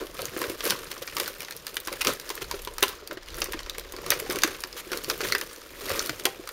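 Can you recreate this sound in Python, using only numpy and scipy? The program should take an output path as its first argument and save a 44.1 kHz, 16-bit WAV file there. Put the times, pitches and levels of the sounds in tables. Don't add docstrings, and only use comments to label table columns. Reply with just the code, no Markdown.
import sys
import numpy as np
from scipy import signal
from scipy.io import wavfile
from scipy.ndimage import uniform_filter1d

SR = 44100
rng = np.random.default_rng(int(sys.argv[2]) if len(sys.argv) > 2 else 0)


def wav_out(sig):
    wavfile.write(sys.argv[1], SR, np.round(np.clip(np.atleast_2d(sig).T, -1, 1) * 32767).astype(np.int16))


def linear_from_db(decibels):
    return 10 ** (np.asarray(decibels, float) / 20)


N = 287658

# start_s, low_db, pitch_hz, crisp_db, fizz_db
CRACKS = [(.4162, -23.5, 1075, -27.5, -28), (.6062, -26, 3300, -27.5, -39), (.7057, -21, 3130, -15, -17),
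          (.7193, -22.5, 1510, -32, -43), (1.1672, -22, 1165, -22.5, -26), (1.199, -24.5, 3570, -19.5, -21),
          (1.7677, -24.5, 1630, -26, -26), (2.012, -24, 2830, -22, -26), (2.0171, -21.5, 2530, -23.5, -23),
          (2.048, -19.5, 4700, -25, -23), (2.0702, -19.5, 1270, -14.5, -22), (2.8276, -17, 3760, -13, -15),
          (2.8352, -16.5, 1014, -32, -19), (3.4183, -20.5, 2770, -18, -30), (4.104, -19, 5870, -13.5, -11),
          (4.12, -16, 1870, -37, -36), (4.4349, -12, 1630, -9.5, -15.5), (4.6371, -26.5, 1790, -23.5, -34),
          (5.0991, -22, 5080, -19, -23.5), (5.3226, -27, 2010, -19, -24), (5.35, -15, 1620, -28, -26),
          (5.993, -30.5, 6050, -16, -36), (6.0942, -21, 1490, -23, -31), (6.254, -15, 3240, -15, -15)]
# start_s, level_db, pitch_hz
POPS = [(0.1908, -28, 1300), (0.282, -34, 1870), (0.3642, -29.5, 1700), (.4397, -26, 1510),
        (1.4836, -32, 1880), (2.377, -31, 1780), (2.4181, -31.5, 2100), (2.5426, -33.5, 1320),
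        (2.6731, -26.5, 980), (3.1107, -29.5, 1470), (3.172, -35, 1800), (3.5334, -25.5, 1860),
        (3.538, -29.5, 965), (3.937, -36, 1020), (4.3066, -24.5, 1470), (4.546, -33, 3560),
        (4.9312, -22.5, 1440), (5.206, -23.5, 1440), (5.9018, -23, 1180), (5.915, -29, 1330)]
# start_s, level_db, pitch_hz, fizz_db
CLICKS = [(0.497, -32, 2180, -31), (0.6777, -34, 2740, -32), (0.915, -29, 4100, -31),
          (1.076, -30, 2340, -45), (1.1832, -31, 1850, -29), (1.278, -30.5, 1460, -25.5),
          (1.405, -33.5, 2390, -31), (1.419, -37, 2180, -34), (1.5085, -32.5, 1770, -32),
          (1.6674, -30, 4860, -27.5), (1.8727, -28.5, 1560, -28), (1.927, -31, 2220, -30.5),
          (2.1358, -38, 1740, -30), (2.3022, -27, 1040, -31), (2.512, -25.5, 975, -28),
          (2.782, -28, 1260, -28.5), (3.591, -31, 3070, -48), (3.662, -37, 1370, -52),
          (3.782, -33, 2200, -28), (4.063, -31, 1170, -32), (4.1994, -31, 2180, -24),
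          (4.2993, -28, 5250, -28), (4.3582, -28, 2750, -29), (4.387, -27.5, 2390, -28.5),
          (4.4747, -31, 1390, -30), (4.9175, -27.5, 1590, -31.5), (5.412, -25.5, 1700, -27),
          (6.197, -32.5, 1490, -35), (6.474, -33, 1240, -36), (6.49, -33, 1410, -33)]
# start_s, crisp_db, pitch_hz, fizz_db
SNICKS = [(.2181, -31, 4480, -28.5), (0.2545, -27, 6650, -27), (0.653, -28, 4800, -22),
          (0.6996, -19, 5220, -28), (1.448, -32, 3870, -42), (1.565, -39, 2620, -31.5),
          (1.743, -37, 2710, -34), (1.8015, -37, 3900, -30.5), (2.198, -30.5, 1650, -34),
          (2.292, -30, 5230, -31), (2.353, -38, 5600, -29), (2.649, -34, 3440, -31.5),
          (2.881, -27.5, 4830, -30), (3.0746, -34, 4760, -34), (3.343, -32.5, 1570, -40),
          (3.404, -49, 2760, -29), (3.442, -30, 5970, -25), (3.5217, -31, 2900, -28),
          (3.6965, -24, 3760, -33.5), (3.796, -32, 3940, -33), (3.9225, -36, 1400, -32.5),
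          (4.42, -23, 4630, -33), (4.728, -34, 5050, -47), (4.973, -28, 4260, -28),
          (5.0444, -25.5, 4760, -45), (5.286, -27, 2400, -33), (5.382, -32, 6200, -28.5),
          (5.894, -29, 1420, -27), (6.06, -30, 1170, -26), (6.072, -35, 4220, -37)]
# start_s, level_db, centre_hz
TICKS = [(0.0682, -32, 3280), (0.168, -32, 3460), (0.1795, -43, 5300), (0.966, -33, 1080),
         (0.9792, -33, 5700), (1.019, -36, 1010), (1.124, -31, 1900), (1.523, -30, 4270),
         (1.6793, -31, 4150), (1.8606, -34, 6350), (1.882, -22.5, 1040), (2.0082, -23, 2600),
         (2.8246, -17, 1750), (2.9532, -38, 6400), (1.396, -38, 4000), (1.43, -30, 3000), (3.26, -41, 4950),
         (3.231, -39, 5170), (3.2788, -38, 2100), (3.285, -29.5, 2920), (3.632, -33.5, 4020),
         (3.7483, -31.5, 2190), (3.9643, -29.5, 4500), (3.985, -31, 1120), (4.61, -32, 9700),
         (5.214, -22, 4570), (5.5613, -32.5, 5900), (5.8087, -32, 3560)]
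# start_s, level_db, pitch_hz
OVERTONES = [(1.1978, -44, 4800), (1.7685, -21.5, 2980), (1.769, -24, 3630), (2.0712, -20.0, 2430),
             (2.0705, -18.5, 3460), (2.8294, -21, 1100), (2.834, -13.5, 2842), (4.1183, -26, 4100),
             (4.1186, -20.5, 4700), (4.3064, -27, 1970), (5.1, -22, 4010), (5.101, -24, 1560),
             (5.3222, -17, 4280), (5.324, -20.5, 1440), (5.3234, -14, 2060), (5.3495, -21, 4920),
             (5.993, -22, 4290), (6.004, -24, 1378), (6.2528, -25, 4000), (4.638, -30.5, 1180)]
# start_s, level_db, pitch_hz
CREASES = [(0.0135, -39, 1350), (0.1524, -42, 1220), (0.3356, -40, 1590), (0.3783, -31.5, 1170),
           (0.428, -35, 1600), (0.7936, -41, 1040), (0.8322, -39, 1250), (0.8694, -41.0, 1210),
           (1.0829, -37, 1210), (1.0973, -37, 2820), (1.1758, -34, 1120), (1.2592, -31, 4130),
           (1.5713, -39, 5800), (1.5987, -44, 5240), (1.7555, -45, 3960), (1.85, -39, 6230),
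           (1.9366, -36, 2170), (1.9655, -43, 1710), (2.1007, -26.5, 1140), (2.2129, -42.0, 3920),
           (2.2431, -49, 2140), (2.4112, -37, 1100), (2.4425, -37, 4220), (2.5924, -39, 2750),
           (2.8055, -39, 1780), (3.13, -43, 1460), (3.2245, -44, 1680), (3.303, -39, 4040),
           (3.4572, -33.0, 1940), (3.603, -39, 1050), (4.0312, -42, 920), (4.2624, -37.0, 1500),
           (4.3285, -32, 1080), (4.3468, -32, 1150), (4.3665, -30, 1110), (4.4781, -32, 1680),
           (4.5123, -47, 2150), (4.6042, -38, 5060), (5.2349, -29.5, 2450), (5.3001, -39, 4300),
           (5.4925, -44, 5840), (5.5112, -43, 1330), (5.6153, -41, 5240), (5.8734, -45, 1450),
           (5.9182, -41, 2110), (6.0532, -38, 5100), (6.4372, -43, 1770)]
# start_s, level_db, centre_hz
GLINTS = [(0.0685, -43, 10410), (0.1435, -40, 10650), (0.3742, -33, 15040), (0.3896, -32, 12740),
          (0.5029, -36, 13480), (0.5195, -41.0, 8750), (0.641, -26, 12500), (0.8432, -39, 8500),
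          (1.0693, -38, 12420), (1.1485, -39, 13700), (1.1529, -38, 8210), (1.3835, -43, 13430),
          (1.5012, -46.5, 14210), (1.7552, -35, 13140), (1.8523, -42, 10400), (1.9366, -46, 12520),
          (1.9669, -43.5, 13470), (2.2128, -44.5, 9180), (2.559, -45.0, 8990), (2.6194, -37, 11900),
          (2.7373, -40.5, 8060), (2.8069, -35, 15620), (2.8898, -31, 15280), (3.1285, -40, 15280),
          (3.3555, -42, 14180), (3.368, -37, 11500), (3.383, -36, 10500), (3.6019, -44, 8200),
          (4.0175, -43, 14280), (4.19, -35, 8550), (4.3104, -30, 12700), (4.3237, -29, 8610),
          (4.6046, -36, 10370), (4.6199, -40.0, 12780), (4.6734, -42, 13500), (5.038, -32, 12300),
          (5.0898, -34.5, 10450), (5.1776, -35, 14700), (5.278, -34, 13600), (5.4366, -41, 12200),
          (5.5305, -39, 8490), (5.6672, -47.5, 13610), (5.7538, -49, 13960), (6.0251, -35, 8340),
          (6.0739, -36, 14510), (6.2375, -40, 8270), (6.5163, -45, 10600)]
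# start_s, length_s, body_db, fizz_db
RUB = (4.762, .05, -38, -42)
# top_s, crackle_db, let_go_s, hum_over_crackle_db
SQUEEZES = [(0.0, -43.5, 0.097, 11.5), (.212, -44, 0.3, 3.5), (0.42, -39, 0.24, 3),
            (0.667, -30.5, 0.14, -2), (.916, -44, 0.071, -14), (1.027, -38, 0.03, -2.5),
            (1.213, -36.5, 0.17, -4), (1.421, -47, 0.14, -20), (1.682, -49.5, 0.15, -1),
            (1.931, -44, 0.22, 1.5), (2.081, -29, 0.082, -1.5), (2.299, -42, 0.21, -3),
            (2.42, -35.5, 0.029, -3), (2.53, -45.5, 0.28, -1), (2.85, -39.5, 0.18, -4.5),
            (3.121, -45, 0.039, 8.5), (3.391, -41.5, 0.26, 0.5), (3.793, -56, 0.085, 6),
            (4.04, -50.5, 0.32, 10.5), (4.125, -37.5, 0.21, -0.5), (4.318, -40.5, 0.12, 6.5),
            (4.451, -39.5, 0.21, -2.5), (4.94, -40, 0.12, 1.5), (5.104, -33.5, 0.062, -4.5),
            (5.244, -33.5, 0.12, -2), (5.4, -52, 0.16, -6), (5.921, -35, 0.35, 0.5),
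            (6.269, -42.5, 0.08, 5)]
# time_s, crackle_db, fizz_over_crackle_db
HOLD = [(0.0, -58, -4.5), (.9, -49, -4), (1.7, -55, -3.5), (2.2, -55, -5), (2.9, -55.5, -6.5),
        (3.2, -58, -12), (3.38, -56, -7), (3.56, -51, -10.5), (3.9, -52, -9), (4.6, -53.5, -5),
        (5.3, -45, -4), (5.7, -53.5, -3.5), (6.52, -52.5, -5.5)]
# freq_hz, level_db (per Hz)
SHEET = [(700, -8), (1000, 1), (1500, 3.5), (2300, 2), (5000, -0.5), (7400, -4.5)]
# freq_hz, level_db (per Hz)
FIZZ = [(7000, -5.5), (8200, 0.5), (10000, 0), (12700, 2), (15500, -0.5), (16500, -25)]
# pitch_hz, width_hz, level_db
HOLLOW = [(267, 45, -22), (322, 120, -4.5), (378, 98, 2.5), (461.5, 140, 4), (546, 50, -5),
          (1010, 540, -9.5)]
# start_s, peak_db, pitch_hz
KNOCKS = [(0.193, -32, 544), (0.366, -26.5, 369), (0.463, -36, 384), (0.499, -28, 360), (0.64, -35, 480),
          (1.018, -37, 544), (1.874, -37, 346), (2.069, -30.5, 398), (2.092, -27.5, 420),
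          (2.54, -29.5, 399), (2.673, -35, 410), (2.826, -22, 397), (3.171, -35, 366), (3.418, -35.5, 553),
          (3.781, -34.5, 463), (4.12, -28.5, 572), (4.221, -31, 442), (4.295, -26, 366),
          (4.446, -23.5, 334), (4.476, -32, 419), (4.917, -31, 376), (5.081, -31.5, 366), (5.319, -35, 418),
          (5.349, -30.5, 400), (6.254, -25, 382), (6.268, -31, 794), (6.395, -34.5, 360), (3.545, -32, 329),
          (2.075, -29.5, 266),
          (0.342, -36, 360), (0.6055, -38, 442), (1.1967, -34.5, 458), (1.557, -45, 456), (1.73, -47, 394),
        (1.768, -43, 368), (1.9179, -36.5, 540), (2.3758, -41, 450), (3.025, -42, 403),
        (3.4864, -35.5, 382), (3.8554, -45, 380), (3.94, -37, 370), (3.9851, -39, 398), (4.175, -39, 360),
        (4.3517, -30, 420), (4.3688, -28, 362), (4.6475, -39, 370), (4.8682, -37.5, 364),
        (4.9448, -32, 360), (5.205, -31, 457), (5.2296, -29.5, 400), (6.0945, -32.5, 315),
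        (6.209, -40, 403), (6.4386, -43, 526), (0.049, -39, 392), (0.225, -33, 472), (0.413, -32, 347),
        (0.658, -30.5, 343), (1.159, -40.5, 380), (2.306, -36, 410), (2.422, -38.5, 403), (3.098, -42, 336),
        (4.066, -36, 378), (4.511, -38, 388), (5.898, -31, 550), (5.987, -33, 405), (6.08, -36.5, 353),
        (0.015, -48, 725), (4.264, -40, 780), (5.134, -55, 748)]
# start_s, peak_db, pitch_hz
THUMPS = [
    (0.479, -35, 90),
    (0.699, -31.5, 194),
    (1.388, -41.5, 153),
    (2.419, -38, 135),
    (3.311, -32, 61.5),
    (3.34, -40, 134),
    (4.488, -46, 116),
    (5.907, -30, 93),
    (6.099, -32, 132),
]
# freq_hz, t60_s
ROOM = [(250, 0.36), (1000, 0.28), (4000, 0.21), (12000, 0.16)]
# time_s, shake_db
RUMBLE = [(0.0, -51), (1.7, -60), (2.08, -50), (2.22, -62), (2.48, -43.5), (2.84, -49.5), (3.1, -58),
          (3.35, -43), (3.8, -49), (4.46, -50), (4.7, -57.5), (5.24, -50.5), (5.6, -56.5), (5.93, -48),
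          (6.12, -55), (6.52, -58)]
# freq_hz, level_db (per Hz)
AIR = [(20, -16), (185, -32), (400, 5.5), (1400, -1.5), (5000, -5), (15500, -63)]

POP_CRISP_DB, POP_FIZZ_DB = -7, -15
CLICK_CRISP_DB, SNICK_BODY_DB = 0.5, -8
OVERTONE_RISE_S, OVERTONE_FALL_S = 0.00054, 0.0015
CREASE_FALL_S, GLINT_FALL_S = 0.003, 0.0012
AFTER_S, AFTER_DB = 0.018, -15
SWELL_SHARE, LET_GO_DB = 0.5, -18.5
HOLD_HUM_DB = 1
THUMP_RISE_S, THUMP_T60_S = 0.0062, 0.1
THUD_SHAKE_DB, THUD_HUM_DB = -14.5, -12
NOTCH_HZ, NOTCH_Q = 7800, 24
EDGE_HZ, SNAP_EDGE_HZ = 15850, 16700


def evened(x):
    return x / np.sqrt(np.mean(x ** 2) + 1e-20)


def read(points, hz):
    f, value = np.transpose(points)
    return np.interp(np.log(hz + 1), np.log(f + 1), value)


def curve(rows, column):
    rows = np.array(rows)
    return np.interp(np.arange(N) / SR, rows[:, 0], rows[:, column])


def add(mix, s, sound):
    part = mix[round(s * SR):][:len(sound)]
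    part += sound[:len(part)]


def band(x, lo_hz, hi_hz, order=2):
    return signal.sosfilt(signal.butter(order, [lo_hz, hi_hz], "band", fs=SR, output="sos"), x)


def colour(x, points):
    hz = abs(np.fft.fftfreq(4096, 1 / SR))
    closed = [(points[0][0] / 2, -50)] + list(points) + [(points[-1][0] * 1.54, -40)]
    log_gain = np.log(linear_from_db(read(closed, hz)))
    phase = -signal.hilbert(log_gain).imag
    taps = np.fft.ifft(np.exp(log_gain + 1j * phase)).real[:2048]
    return signal.oaconvolve(x, taps)[:len(x)]


def ring(x, hz, width):
    r = np.exp(-np.pi * width / SR)
    return 2 * signal.lfilter([1 - r], [1, -r * np.exp(2j * np.pi * hz / SR)], x).real


def snap(low_db, hz, crisp_db, fizz_db, noise):
    t = np.arange(noise.shape[1]) / SR

    def shape(rise, fall):
        return (1 - np.exp(-t / rise)) * np.exp(-np.maximum(t - .0006, 0) / fall)

    def head(x):
        return x / np.sqrt(np.mean(x[:160] ** 2))

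    low = head(band(noise[0] * shape(0.00066, 0.0054), 960, 3020))
    crisp = head(band(noise[1] * shape(0.00017, 0.0022), 3590, 6460))
    fizz = head(colour(noise[2] * shape(0.0001, 0.002), FIZZ))
    unsteady = noise[3, 0] + 0.018 * np.cumsum(noise[3])
    facet = head(shape(0.0002, 3.5 / hz) * np.sin(2 * np.pi * hz * t + unsteady))

    height = np.clip(np.log2(hz / 2700) / 0.58, 0, 1)
    facet_db = (1 - height) * low_db + height * crisp_db
    torn = linear_from_db(low_db - 0.99 * (2.5 - height)) * low + linear_from_db(crisp_db - 1.5 * height) * crisp
    return torn + linear_from_db(facet_db - 1.0) * facet + linear_from_db(fizz_db) * fizz


def snaps():
    voices = list(CRACKS)
    voices += [(s, db, hz, db + POP_CRISP_DB, db + POP_FIZZ_DB) for s, db, hz in POPS]
    voices += [(s, db, hz, db + CLICK_CRISP_DB, fizz_db) for s, db, hz, fizz_db in CLICKS]
    voices += [(s, db + SNICK_BODY_DB, hz, db, fizz_db) for s, db, hz, fizz_db in SNICKS]
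    for s, db, hz in TICKS:
        low_db = db - 4 - 5 * max(np.log2(hz / 2200), 0)
        crisp_db = db - 4.5 - 5 * abs(np.log2(hz / 4800))
        fizz_db = db - 8.0 - 5 * max(np.log2(6000 / hz), 0)
        voices.append((s, low_db, min(hz, 7000), crisp_db, fizz_db))
    out, noise = np.zeros(N), rng.standard_normal((len(voices), 4, 900))
    for (s, *voice), z in zip(voices, noise):
        add(out, s, snap(*voice, z))
    return linear_from_db(-3.5) * out


def overtones():
    out, t = np.zeros(N), np.arange(900) / SR
    shape = (1 - np.exp(-t / OVERTONE_RISE_S)) * np.exp(-t / OVERTONE_FALL_S)
    for s, db, hz in OVERTONES:
        add(out, s, linear_from_db(db + 9.5) * shape * np.sin(2 * np.pi * hz * t))
    return out


def folds(rows, fall, width, air_db, air):
    out, t = np.zeros(N), np.arange(1500) / SR
    shape = (1 - np.exp(-t / 0.00022)) * (np.exp(-t / fall) + linear_from_db(AFTER_DB) * np.exp(-t / AFTER_S))
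    noise = rng.standard_normal((len(rows), 2, len(t))) * shape
    for (s, db, hz), (a, b) in zip(rows, noise):
        fold = evened(ring(a, hz, width * hz)) + linear_from_db(air_db) * evened(band(b, *air))
        add(out, s, linear_from_db(db - 0.5) * fold / np.sqrt(np.mean(fold[:130] ** 2)))
    return band(out, 335, EDGE_HZ, order=14)


def grip():
    s, db, let_go, hum_db = np.transpose(SQUEEZES)[:, :, None]
    coarse = np.arange(0, N, 64)
    late = (coarse / SR - s) / let_go
    work = linear_from_db(db + LET_GO_DB * np.maximum(late, -late / SWELL_SHARE))

    def power(gain):
        return np.interp(np.arange(N), coarse, (gain ** 2).sum(0))

    hold = linear_from_db(curve(HOLD, 1))
    sheet = np.sqrt(hold ** 2 + power(work))
    fizz = sheet * linear_from_db(curve(HOLD, 2))
    hum = np.sqrt((linear_from_db(HOLD_HUM_DB) * hold) ** 2 + power(work * linear_from_db(hum_db)))
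    return sheet, fizz, hum


def grains(per_s, spread_db, fall):
    size = linear_from_db(spread_db * np.minimum(rng.exponential(1, N), 4))
    size = size * (rng.random(N) < per_s / SR)
    return signal.lfilter([1], [1, -np.exp(-1 / (fall * SR))], size)


def pips():
    t, out = np.arange(300) / SR, np.zeros(N)
    for hz in np.geomspace(1100, 6500, num=10):
        size = linear_from_db(7.9 * np.minimum(rng.exponential(1, N), 2.6)) * (rng.random(N) < 22 / SR)
        pip = np.sin(2 * np.pi * hz * t) * t * np.exp(-t * hz / 1.24) * hz
        out += signal.oaconvolve(size, pip)[:N]
    return evened(out)


def crackle():
    slips = evened(grains(900, spread_db=4.5, fall=0.0068))
    slips = evened(slips / np.sqrt(uniform_filter1d(slips ** 2, size=2000)))
    ticks = evened(grains(300, spread_db=3.5, fall=0.00049))
    sheet = evened(colour((slips + 0.34 * ticks) * rng.standard_normal(N), SHEET)) + .46 * pips()
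    fizz = evened(colour((slips + 0.66 * ticks) * rng.standard_normal(N), FIZZ))

    push = (slips + evened(grains(150, spread_db=1.5, fall=0.0064))) * rng.standard_normal(N)
    hum = np.zeros(N)
    for hz, width, db in HOLLOW:
        width = 1.14 * width
        hum += linear_from_db(db) * ring(ring(push, hz, width), hz, width)
    sheet_gain, fizz_gain, hum_gain = grip()
    return sheet_gain * sheet + fizz_gain * fizz + hum_gain * evened(hum)


def rub():
    s, length, body_db, fizz_db = RUB
    out, (a, b) = np.zeros(N), rng.standard_normal((2, N))
    hiss = linear_from_db(body_db) * evened(colour(a, SHEET)) + linear_from_db(fizz_db) * evened(colour(b, FIZZ))
    n = round(length * SR)
    add(out, s, signal.windows.tukey(n, .25) * hiss[SR:SR + n])
    return out


def knocks():
    out, t = np.zeros(N), np.arange(2600) / SR
    fade = linear_from_db(-60 * t / 0.028) + linear_from_db(-16.5 - 60 * t / 0.1)
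    shape = fade * (1 - np.exp(-t / 0.0021))
    for s, db, hz in KNOCKS:
        swing = np.zeros(len(t))
        for share, ratio in ((1, 1), (0.4, 1.328), (0.15, 1.75)):
            swing += share * np.sin(2 * np.pi * ratio * hz * t)
        add(out, s, linear_from_db(db + 11.5) * shape * swing)
    return out


def thumps():
    out, t = np.zeros(N), np.arange(6000) / SR
    shape = linear_from_db(-60 * t / THUMP_T60_S) * (1 - np.exp(-t / THUMP_RISE_S))
    for s, db, hz in THUMPS:
        add(out, s, linear_from_db(db + 2.0) * shape * np.sin(2 * np.pi * hz * t))
    return out


def tail():
    taps = np.zeros(SR // 2)
    at = np.arange(200, len(taps) - 20, 20)
    clumps = linear_from_db(5.5 * evened(uniform_filter1d(rng.standard_normal(len(at)), 6)))
    taps[at + rng.integers(0, 20, len(at))] = clumps * rng.choice([-1., 1.], len(at))
    hz, t, z = signal.stft(taps, SR, nperseg=128)
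    out = signal.istft(z * linear_from_db(-60 * t / read(ROOM, hz)[:, None]), SR, nperseg=128)[1]
    return out / np.linalg.norm(out)


def room(x):
    wall = np.zeros(N)
    smear = rng.standard_normal(12) / np.sqrt(12)
    add(wall, .0083, linear_from_db(-18.0) * np.convolve(x, smear)[:N])
    turn = 2 * np.pi * (3.1 * np.arange(N) / SR + np.arange(3)[:, None] / 3)
    shares = np.sqrt(2 / 3) * np.cos(turn)
    return wall + linear_from_db(-11) * sum(signal.fftconvolve(x * share, tail())[:N] for share in shares)


def rumble():
    shake = colour(rng.standard_normal(N), [(16, 7), (40, 5), (80, -3.5)])
    lumps = grains(140, spread_db=6.0, fall=0.023) * rng.standard_normal(N)
    thuds = colour(lumps, [(80, 1.0), (130, 4.5), (230, -4.0)])
    table = linear_from_db(curve(RUMBLE, 1))
    hum = uniform_filter1d(grip()[2], size=4000)
    jolt = np.hypot(linear_from_db(THUD_SHAKE_DB) * table, linear_from_db(THUD_HUM_DB) * hum)
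    return table * evened(shake) + jolt * evened(thuds)


def quiet_air():
    return linear_from_db(-55.0) * evened(colour(rng.standard_normal(N), AIR))


def scene():
    hits, hollow = snaps() + overtones(), knocks()
    creases = folds(CREASES, CREASE_FALL_S, width=0.19, air_db=-4.0, air=(900, 7000))
    glints = folds(GLINTS, GLINT_FALL_S, width=0.17, air_db=-1.5, air=(7500, 16000))
    sheet = hits + creases + glints + linear_from_db(1.5) * crackle() + rub()
    tray = hollow + thumps()
    mix = sheet + tray + room(hits + 0.82 * hollow) + rumble() + quiet_air()
    return mix[None]


def roll_off(x):
    return signal.sosfilt(signal.butter(12, 16980, fs=SR, output="sos"), x)


def record(dry):
    x = signal.lfilter(*signal.iirnotch(NOTCH_HZ, NOTCH_Q, SR), dry)
    x = np.tanh(0.79 * x + 0.098 * dry)

    def limited(edge_hz):
        taps = signal.firwin(1023, edge_hz, window=("kaiser", 9), fs=SR)
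        return signal.oaconvolve(x, taps[None], "same")

    low, wide = limited(EDGE_HZ), limited(SNAP_EDGE_HZ)
    power = uniform_filter1d(np.diff(low, n=2, prepend=[[0, 0]]) ** 2, size=128)
    before = uniform_filter1d(power, 1000, origin=499)
    sharp = uniform_filter1d(1. * (power > 30 * before), 128) > 0
    opening = uniform_filter1d(1. * sharp, 128)
    return roll_off(low + (wide - low) * opening)


dry = scene()
out = record(dry)
wav_out(out)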